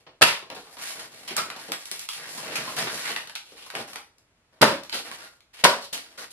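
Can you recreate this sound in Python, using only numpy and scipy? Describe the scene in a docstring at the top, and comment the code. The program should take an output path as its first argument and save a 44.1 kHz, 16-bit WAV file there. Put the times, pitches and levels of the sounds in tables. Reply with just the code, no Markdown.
"""A faint scrape and a soft knock, then the first of three high-heel stamps on a foam model plane.
The plane lies on a matted floor in a small hard room. Each stamp touches down, crushes the foam
and slams the sole home: impulses, avalanches of clicks and decaying floor modes. Between stamps
short pushes and one long sweep slide the wreck: filtered stick-slip clicks make it scrape and
crunch, with snaps, bumps and squeaks. A quiet filtered-noise hush lies under everything."""
import sys
import numpy as np
from scipy import signal
from scipy.fft import rfft, irfft
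from scipy.io import wavfile
from scipy.ndimage import uniform_filter1d

SR = 44100
rng = np.random.default_rng(int(sys.argv[2]) if len(sys.argv) > 2 else 0)


def generate_wav(signal):
    """Clip the signal to [-1, 1] and save it as 16-bit WAV at the path in sys.argv[1]."""
    frames = np.transpose(np.atleast_2d(signal))
    scaled = np.clip(frames, -1, 1) * 32767
    pcm = np.round(scaled).astype(np.int16)
    wavfile.write(sys.argv[1], SR, pcm)


N = 278712

# Stamps: [touch t/s, landing t/s, sole level/dB, sole f/Hz, decay of the give t/s,
#          floor thump level/dB, crumbling f/Hz, floor ring level/dB re the sole, before the common ring level]
STAMPS = [(0.2115, 0.2245, -1.5, 1940, 0.0025, -32.5, 1960, -7.5),
          (4.6117, 4.624, -6.5, 516, 0.012, -20, 1270, -3),
          (5.6376, 5.6496, -5.5, 796, 0.0073, -34, 935, -4.5)]
# First contact, softer and duller than the sole: level/dB, f as a share of the sole's, decay t/s, ring/dB
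TOUCH_DB, TOUCH_PITCH, TOUCH_S, TOUCH_RING_DB = -19, 0.35, 0.0096, -13.5
# The floor takes the weight: f/Hz, decay t/s, ring/dB
THUMP_HZ, THUMP_S, THUMP_RING_DB = 168, 0.0082, -3.5
# Then the foam caves in: delay after landing t/s, level/dB, decay t/s, ring/dB
CRUMBLE_AFTER_S, CRUMBLE_DB, CRUMBLE_S, CRUMBLE_RING_DB = 0.042, -26.5, 0.047, -21
# Foam and plastic cracking under a stamp: [t/s, level/dB, centre f/Hz, decay t/s]
CRACKS = [(0.2185, -9.5, 2050, 0.0048), (0.2211, -8.5, 1720, 0.0014), (0.2347, -9.5, 1760, 0.0031),
          (4.6159, -13.5, 3200, 0.005), (4.6289, -6.5, 1327, 0.0024), (4.641, -16, 1770, 0.0028),
          (5.6394, -10.5, 2200, 0.0065), (5.644, -9, 4330, 0.002)]
CRACK_RING_DB = -19.5
# Spectrum of crushed foam: [f/Hz, relative level/dB]
CRUSHED_FOAM = [(40, 7), (100, -6), (160, -1.5), (240, 3), (320, -2), (400, 2.5), (630, 3.5), (760, -3.5),
                (950, 4), (2300, -1.5), (3300, -2.5), (4800, -1), (6300, -8.5), (9000, -4), (11500, -2.5),
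                (14000, -9.5), (16000, -35)]
# Modes of floor, shoe and wreck: [f/Hz, relative level/dB, undamped t60/s]
FLOOR_MODES = [(150, -8, .3), (248, -2.5, 0.15), (280, -9.5, 0.24), (396, 1, 0.34), (491, 7, 0.2),
               (558, 2.5, 1), (646, 2, .32), (953, 5.5, 0.46), (1000, -1.5, 0.15), (1043, -2.5, 0.35),
               (1240, -8.5, 0.14), (1645, -3.5, 0.12), (2200, -2, .2)]
DAMPING_S = 0.16  # Gaussian time constant of the foot's damping

# Short pushes sliding the wreck: [start t/s, length t/s, scrape level/dB,
#          shuffle level/dB re scrape, fizz level/dB re scrape, rubbed piece f/Hz]
PUSHES = [(0.0, 0.019, -67, 0, -4, 2500), (0.498, 0.027, -43, -0.5, -26, 1120),
          (0.56, 0.21, -56, -9, -3.5, 1200), (0.7, 0.19, -56, -4, 3, 2000),
          (0.78, 0.061, -43.5, -13.5, -6, 1800), (0.807, 0.13, -41, -16, -0.5, 1930),
          (0.94, 0.12, -46, -4.5, -3.5, 1660), (1.09, 0.37, -51.5, -3, -2.5, 2000),
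          (1.275, 0.081, -41, -14, -28, 2460), (1.356, 0.037, -30.5, -19, -26, 1400),
          (1.44, 0.12, -45.5, -5, -15, 1450), (1.575, 0.13, -46, -7, -4, 1750),
          (1.716, 0.031, -37, -13, -26, 1970), (1.78, 0.25, -48.5, -19, -0.5, 1900),
          (1.895, 0.16, -48.5, -31, -0.5, 2680), (2.085, 0.09, -44.5, -32, 0.5, 2700),
          (3.35, 0.028, -51, -25, -5, 2640), (3.44, 0.19, -59, -10, -2, 2920),
          (3.55, 0.22, -51, -14, -5.5, 2860), (3.733, 0.08, -38.5, -0.5, -8, 1430),
          (3.87, 0.083, -49, -7, -2, 1550), (3.951, 0.02, -42, -9, -23, 1400),
          (4.03, 0.06, -82, -4.5, -9, 1700), (4.52, 0.076, -67, 2, -10, 1410),
          (4.92, 0.076, -39.5, -6.5, -3.5, 3180), (5.04, 0.11, -43, -8, -5.5, 1690),
          (5.175, 0.1, -47.5, -9.5, -6.5, 1730), (5.29, 0.08, -68.5, -6, -1, 1600),
          (5.53, 0.078, -51, -20.5, -6, 2430), (5.588, 0.021, -47, -13, -6.5, 2400),
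          (5.809, 0.045, -48, -10, -1.5, 3740), (5.925, 0.038, -37.5, -7.5, -4, 2970),
          (6.02, 0.15, -57.5, -8, -6, 1700), (6.175, 0.062, -43, -10, -4.5, 1550),
          (6.303, 0.025, -60, -4, 9, 2950)]
# A push swells over this share of its length, sags in level, then releases with this time constant
SWELL_SHARE, SAG_DB_PER_S, RELEASE_S = 0.15, -17.5, 0.019
# One long sweep of the foot: [t/s, scrape level/dB, shuffle level/dB re scrape, fizz level/dB re scrape],
# all before the offsets below
SWEEP = [(2.17, -47, -14, -5), (2.252, -41, -11.5, -9), (2.322, -45, -7, 1.5), (2.512, -37.5, -3.5, -10.5),
         (2.57, -33, -14, -8), (2.586, -35.5, -6, -12), (2.748, -42, -8, -1), (2.79, -29, -10, -7.5),
         (2.858, -37, 1, -5.5), (2.892, -35.5, -12, -9), (2.928, -38.5, -3.5, -1.5),
         (3.034, -36.5, -19.5, -5.5), (3.094, -30, -12.5, -9), (3.32, -57, -12, -6)]
SWEEP_DB, SWEEP_SHUFFLE_DB, SWEEP_FIZZ_DB, SWEEP_HZ = -2, 1, 1, 1830
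JERK_DB = 0.98  # rms depth of the slips, before their slow level is evened out
CRUMB_S = 0.001497  # from a crumb breaking off to its tap on the mat
# Spectrum of rubbed foam: [f/Hz, relative level/dB per Hz]
RUBBED_FOAM = [(29, -49), (50, -23), (91, -14.5), (166, -5), (325, -1.5), (538, -1.5), (790, -0.5),
               (1440, -1), (3030, -1.5), (3340, -3), (4240, -4), (6530, -11.5), (11100, -9.5),
               (13100, -16.5), (15500, -35)]
# Thud or shuffle, crack or scrape, and fizz bands: [lower f/Hz, upper f/Hz]
BAND_EDGES = [(40, 700), (700, 5000), (5000, 16000)]
# The whole wreck drums on the floor in the sweep: f/Hz, resonance Q, level/dB re the shuffle
BOOM_HZ, BOOM_SHARPNESS, BOOM_DB = 156, 2.9, -11

# Brittle foam and plastic snapping: [t/s, relative level/dB, piece f/Hz, fizz level/dB re the snap]
SNAPS = [(0.5006, -37, 2590, -7), (0.769, -45, 1200, -10), (1.3656, -31, 1380, 6.5),
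         (1.501, -30.5, 1700, -11), (1.719, -25.5, 2020, -3), (1.8553, -43, 3590, 3.5),
         (1.9139, -31, 2520, 0), (1.9929, -42.5, 2920, 8), (2.0884, -29.5, 2950, -3.5),
         (2.765, -32, 1400, -4), (3.1621, -23.5, 2020, -13.5), (3.273, -38.5, 1490, -8),
         (3.2957, -35.5, 1780, -11.5), (3.3524, -32.5, 3860, -5), (3.3585, -32, 2620, -13),
         (3.7013, -36.5, 2010, -6), (3.751, -26.5, 1500, -13.5), (3.9322, -38, 1450, -7),
         (3.9575, -30.5, 1440, -9), (4.1824, -65.5, 2320, 5.5), (4.8342, -41.5, 5070, -4),
         (4.849, -44, 2100, -12), (4.895, -34.5, 2990, -9), (5.1138, -32, 1290, -13),
         (5.4054, -54, 2860, -8), (5.9767, -32.5, 2420, -14)]
# Soft pieces landing, bumping, caving in: [t/s, relative level/dB, piece f/Hz, fizz level/dB re the bump]
BUMPS = [(0.0655, -47, 505, -24), (0.284, -22, 2200, -12), (0.423, -42.5, 710, -28), (0.547, -43.5, 600, 0),
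         (0.562, -39, 630, -12), (0.669, -48.5, 900, -24), (0.767, -43, 970, -11), (0.992, -38, 1760, 0),
         (1.276, -34.5, 2970, 1), (1.306, -39.5, 520, 1), (1.376, -22.5, 1170, -4.5),
         (1.561, -39.5, 900, -2), (1.686, -43, 380, -6), (1.912, -45.5, 520, 0), (2.375, -39, 1100, 5.5),
         (2.428, -40, 800, -17), (2.554, -26.5, 2300, 0.5), (2.676, -31, 1020, -19),
         (2.764, -32.5, 1080, -0.5), (2.784, -28, 1780, -0.5), (2.869, -27, 1350, -28),
         (3.520, -54.5, 380, 2), (3.661, -44.5, 1020, 0), (3.797, -41.5, 727, -6), (4.71, -30.5, 520, -15),
         (4.925, -29.5, 4600, -13), (4.941, -28.5, 1450, -1.5), (5.928, -34.5, 3040, 7.5),
         (6.175, -41, 1210, -5)]
THUD_DB_PER_OCTAVE, THUD_PIECE_HZ = -11, 1000  # the lower a piece, the more it thuds
# Foam squeaking as it tears or drags, one table a squeak: [t/s, f/Hz, level/dB]
SQUEAKS = [
    [(1.372, 1047, -57), (1.385, 1144, -38), (1.398, 1324, -27), (1.412, 1356, -34), (1.45, 1312, -40)],
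    [(5.15, 1250, -67), (5.23, 1422, -54), (5.3, 1400, -61), (5.38, 1416, -71)],
]

# Reverberation of the room: [f/Hz, t60/s]
ROOM = [(100, 0.34), (300, 0.35), (800, 0.33), (2000, 0.3), (5000, 0.33), (12000, 0.28)]
# Stereo width: [f/Hz, gain of the side signal/dB]
WIDTH = [(60, -12), (170, -19), (400, -14.5), (700, -9.5), (1300, -4), (2400, 0.5), (4400, 4), (8000, 5),
         (12000, 5.5)]
# Spectrum of the still room: [f/Hz, relative level/dB per Hz]
HUSH = [(18, -31.5), (30, 0.5), (107, -1), (234, -6), (698, -7.5), (794, -11), (928, -9.5), (2250, -13.5),
        (5030, -22.5), (11300, -29), (15000, -51.5)]
HUSH_DB = -69
EDGE_HZ = 15600  # upper limit of the whole sound


def stamps(sharpness=0.7, push_db=-5, wet_db=-4.0, lowest_hz=121):
    """Impact: each blow joins a damped air push to a resonantly filtered fracture of the foam."""
    out = np.zeros((2, N))
    for s, db, hz, decay, _ in blows():
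        body = signal.iirpeak(hz, max(sharpness, hz / 7000), fs=SR)
        clicks = fracture(decay, rise=0.00058, spread_db=3)
        crack = through(signal.lfilter(*body, clicks), causal(CRUSHED_FOAM))
        crack /= np.linalg.norm(crack, axis=1, keepdims=True)
        phase = 2 * np.pi * hz * np.arange(crack.shape[1]) / SR
        push = np.sin(phase) * np.exp(-phase / 2)
        push *= np.exp(-decay / 0.013) / np.linalg.norm(push)  # slow crumbling pushes little air
        crack[0] += amp(push_db) * push
        energy = np.sqrt(decay * SR / 2)  # a longer blow carries more energy
        add(out, s, amp(db) * energy * room(crack, wet_db))
    # a small shoe radiates little deep bass
    return signal.lfilter(*signal.butter(2, lowest_hz, "high", fs=SR), out)


def blows():
    """Succession of impacts: touch, sole, floor thump and crumbling, plus cracks.

    Rows are [t/s, level/dB, f/Hz, decay t/s, ring level/dB].
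    """
    rows = [(*crack, CRACK_RING_DB) for crack in CRACKS]
    for touch, land, db, hz, give, thump_db, crumble_hz, ring_db in STAMPS:
        rows += [(touch, TOUCH_DB, hz * TOUCH_PITCH, TOUCH_S, TOUCH_RING_DB),
                 (land, db, hz, give, ring_db),
                 (land, thump_db, THUMP_HZ, THUMP_S, THUMP_RING_DB),
                 (land + CRUMBLE_AFTER_S, CRUMBLE_DB, crumble_hz, CRUMBLE_S, CRUMBLE_RING_DB)]
    return rows


def floor_ring(ring_db=-17, swell=0.00072):
    """Modal decay: each blow excites the modes of floor, shoe and wreck, most those near its centre."""
    out, t = np.zeros((2, N)), np.arange(SR // 2) / SR
    mode_hz, mode_db, t60 = np.transpose(FLOOR_MODES)[:, :, None]
    modes = amp(mode_db - 60 * t / t60) * np.exp(2j * np.pi * mode_hz * t)
    modes *= 1 - np.exp(-t / swell)
    modes *= np.exp(-(t / DAMPING_S) ** 2)  # the weight of the foot damps the ring
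    for s, db, hz, _, floor_db in blows():
        nearness = 1 / (1 + np.log2(mode_hz / hz) ** 2)
        ring = (modes * nearness).sum(0)
        add(out, s, amp(db + floor_db + ring_db) * np.array([ring.imag, ring.real]))
    return out


def drags(shuffle_db=-3, scrape_db=-6, fizz_db=-3, crumbs_db=-12):
    """Stick-slip friction: foam on the gritty mat gives clumps of tiny clicks under each move."""
    t = np.arange(N) / SR
    slips = evened(uniform_filter1d(uniform_filter1d(rng.standard_normal(N), 260), 130))
    jerks = amp(JERK_DB * slips)
    jerks /= np.sqrt(uniform_filter1d(jerks ** 2, SR // 12))  # slips share out the work of the foot
    crumbs = amp(crumbs_db) * cells(N, 130, spread_db=1.5)  # now and then a larger crumb breaks off
    taps = np.roll(crumbs, round(CRUMB_S * SR), axis=1) / 2  # and lands an instant later
    crumbs = through(crumbs, causal(CRUSHED_FOAM)) + taps
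    grit = rubbed_piece((cells(N, 3500, spread_db=1.5) + crumbs) * jerks)
    shuffle, scrape, fizz = (through(grit, causal(RUBBED_FOAM, lo, hi)) for lo, hi in BAND_EDGES)
    steps = t[::64]  # the gains move slowly, so a coarse time grid is enough
    low, middle, high = (np.interp(t, steps, gain) for gain in sliding(steps)[0])
    bright = amp(scrape_db) * middle * scrape + amp(fizz_db) * high * fizz
    return amp(shuffle_db) * low * shuffle + catching() * bright


def sliding(t):
    """Superposed powers of all moves give shuffle, scrape and fizz gains and the mean piece pitch."""
    s, db, low, high = np.transpose(SWEEP)
    outside = abs(t - np.clip(t, s[0], s[-1]))  # time before or after the sweep
    sweep_gain = amp(np.interp(t, s, db) + SWEEP_DB) * np.exp(-outside / RELEASE_S)
    sweep_low = np.interp(t, s, low) + SWEEP_SHUFFLE_DB
    sweep_high = np.interp(t, s, high) + SWEEP_FIZZ_DB
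    moves = [(sweep_gain, sweep_low, sweep_high, SWEEP_HZ)]
    for start, length, db, low, high, hz in PUSHES:
        age = np.maximum(t - start, 0)
        swell = np.minimum(age / (SWELL_SHARE * length), 1)
        release = np.exp(-np.maximum(age - length, 0) / RELEASE_S)
        sagging = amp(db + SAG_DB_PER_S * np.minimum(age, length))
        moves.append((sagging * swell * release, low, high, hz))
    power = sum(np.array([gain * amp(low), gain, gain * amp(high)]) ** 2 for gain, low, high, _ in moves)
    pitch = sum(gain ** 2 * hz for gain, _, _, hz in moves) / (power[1] + 1e-30)
    return np.sqrt(power), np.maximum(pitch, 1)


def rubbed_piece(x, ring_db=6, octaves=0.6, patchy_db=1.0):
    """Driven resonance: the piece under the shoe rings, its colour shifting as the contact wanders."""
    hz, t, z = signal.stft(x, SR, nperseg=256)
    ring = amp(ring_db * hump(hz[:, None], sliding(t)[1], octaves))
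    noise = rng.standard_normal(z.shape[1:])
    patches = evened(uniform_filter1d(uniform_filter1d(noise, 4, 0), 11, 1))  # smooth in f, then in t
    return signal.istft(z * ring * amp(patchy_db * patches), SR, nperseg=256)[1][:, :N]


def catching(stall_db=-6, before=0.023, after=0.0059):
    """Static friction: a piece catches and bends before it snaps, stalling the slide around each snap."""
    t, held = np.arange(N) / SR, np.zeros(N)
    for s, *_ in SNAPS:
        held = np.maximum(held, np.exp(-((t - s) / np.where(t < s, before, after)) ** 2))
    return amp(stall_db * held)


def boom():
    """Forced resonance: the wreck judders over the floor in the sweep and drums it at one low note."""
    s, db, low, _ = np.transpose(SWEEP)
    level = amp(np.interp(np.arange(N) / SR, s, db + low + BOOM_DB, left=-np.inf, right=-np.inf))
    body = signal.iirpeak(BOOM_HZ, BOOM_SHARPNESS, fs=SR)
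    judder = signal.lfilter(*body, cells(N, 720, spread_db=0.5))
    judder = evened(signal.lfilter(*body, judder))
    return uniform_filter1d(level, 900) * judder


def pieces(rows, decay, rise, spread_db, bass_db, middle_db, treble_db, ring_db, sharpness, wet_db):
    """Impulse response of a small body: each piece has its thud, crack, fizz and damped resonance."""
    out = np.zeros((2, N))
    thud, crack, fizz = (causal(RUBBED_FOAM, lo, hi) for lo, hi in BAND_EDGES)
    for s, db, hz, treble in rows:
        bass = THUD_DB_PER_OCTAVE * np.log2(hz / THUD_PIECE_HZ)
        resonance = signal.lfilter(*signal.iirpeak(hz, sharpness, fs=SR), crack)
        rung = crack + amp(ring_db) * resonance
        colour = amp(bass + bass_db) * thud
        colour = colour + amp(middle_db) * rung / np.linalg.norm(rung)
        colour = colour + amp(treble + treble_db) * fizz
        clicks = fracture(decay, rise, spread_db)
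        clicks *= np.sqrt(decay * SR / 2) / np.linalg.norm(clicks, axis=1, keepdims=True)
        add(out, s, amp(db) * room(through(clicks, colour), wet_db))
    return out


def squeak(jitter=0.03, overtone_db=-14):
    """Self-excited oscillation: fast uneven stick-slip gives short gliding squeals with an overtone."""
    out = np.zeros((2, N))
    for rows in SQUEAKS:
        s, hz, db = np.transpose(rows)
        t = np.arange(s[0], s[-1], 1 / SR)
        wobble = evened(uniform_filter1d(rng.standard_normal(N), 60))[:len(t)]
        phase = 2 * np.pi * np.cumsum(np.interp(t, s, hz) * (1 + jitter * wobble)) / SR
        mid = np.sin(phase) + amp(overtone_db) * np.sin(2 * phase)
        side = np.cos(phase)
        add(out, s[0], amp(np.interp(t, s, db)) * np.array([mid, side]))
    return out


def room(x, wet_db, build=0.0026):
    """Reverberation: close walls return a dense tail, drawn anew each call, each band with its own t60."""
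    count = SR // 2
    echoes = rng.choice([-1., 1.], (2, count)) * (rng.random((2, count)) < 5000 / SR)
    hz, t, z = signal.stft(echoes, SR, nperseg=256)
    tail = signal.istft(z * amp(-60 * t / read(ROOM, hz)[:, None]), SR, nperseg=256)[1]
    tail *= 1 - np.exp(-(np.arange(tail.shape[1]) / SR / build) ** 2)
    tail *= amp(wet_db) / np.linalg.norm(tail[0])
    tail[:, 0] = 1  # the direct sound
    return through(x, tail)


def still_room():
    """Stationary background: white noise filtered to the spectrum of the still room."""
    return amp(HUSH_DB) * through(rng.standard_normal((2, N)), causal(HUSH))


def fracture(decay, rise, spread_db, count=6000):
    """Avalanche: a crack running through foam is a quick burst of clicks that dies away."""
    t = np.arange(count) / SR
    return cells(count, 16000, spread_db) * (1 - np.exp(-t / rise)) * np.exp(-t / decay)


def cells(count, per_s, spread_db):
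    """Random impulses: foam cells of very unequal size give way, each heard in mid and side."""
    size = amp(spread_db * np.minimum(rng.exponential(1, count), 4))
    size *= rng.random(count) < per_s / SR
    return evened(size * rng.choice([-1., 1.], (2, count)))


def causal(spectrum, lo=0, hi=SR, size=2048):
    """Minimum phase: a unit-energy response with the given spectrum between lo and hi."""
    hz = abs(np.fft.fftfreq(size, 1 / SR)) + 1
    band = np.sqrt((1 + (lo / hz) ** 10) * (1 + (hz / hi) ** 10))
    gain = amp(read(spectrum, hz)) / band
    log_gain = np.log(np.maximum(gain / gain.max(), 1e-5))
    # the Hilbert transform of the log gain gives the phase
    taps = np.fft.ifft(np.exp(np.conj(signal.hilbert(log_gain)))).real[:size // 2]
    return taps / np.linalg.norm(taps)


def through(x, taps):
    """Linear filtering: convolves each row with a response."""
    return signal.oaconvolve(x, np.atleast_2d(taps), axes=1)[:, :N]


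def hump(hz, centre, octaves):
    """Broad resonance: a Gaussian on the octave axis, 1 at its centre."""
    return np.exp(-(np.log2((hz + 1) / centre) / octaves) ** 2)


def amp(db):
    """Level law: decibels to amplitude gain."""
    return 10 ** (np.asarray(db) / 20)


def evened(x):
    """Normalisation: scales to rms 1."""
    return x / np.sqrt(np.mean(x ** 2) + 1e-20)


def read(points, hz):
    """Interpolation: reads a table on a log-frequency axis."""
    f, value = np.transpose(points)
    return np.interp(np.log(hz + 1), np.log(f + 1), value)


def add(mix, s, sound):
    """Superposition: mixes a mid and side sound in at time s."""
    part = mix[:, round(s * SR):][:, :sound.shape[-1]]
    part += sound[..., :part.shape[1]]


def scene():
    """Superposition of all sources as mid and side, near mono in the bass and wide in the treble."""
    snaps = pieces(SNAPS, decay=0.002, rise=0.00058, spread_db=3.5, bass_db=-7.0, middle_db=2.0,
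                   treble_db=2.5, ring_db=11.0, sharpness=1, wet_db=0.04)
    bumps = pieces(BUMPS, decay=0.0092, rise=0.0021, spread_db=3.0, bass_db=-9.5, middle_db=-2.5,
                   treble_db=-7.0, ring_db=6.5, sharpness=3.6, wet_db=1.5)
    blows_and_ring = stamps() + floor_ring()
    slides = room(drags(), wet_db=-5) + boom()
    squeals = room(squeak(), wet_db=-9.0)
    mid, side = blows_and_ring + slides + snaps + bumps + squeals + still_room()
    side = irfft(rfft(side) * amp(read(WIDTH, np.fft.rfftfreq(N, 1 / SR))), N)
    return np.array([mid + side, mid - side])


def record(dry):
    """Saturation: the loudest peaks flatten towards full scale; a linear-phase low-pass ends the band."""
    clipped = dry / (1 + dry ** 8) ** (1 / 8)
    low_pass = signal.firwin(301, EDGE_HZ, window=("kaiser", 9), fs=SR)
    return signal.oaconvolve(clipped, low_pass[None], "same")


dry = scene()
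out = record(dry)
generate_wav(out)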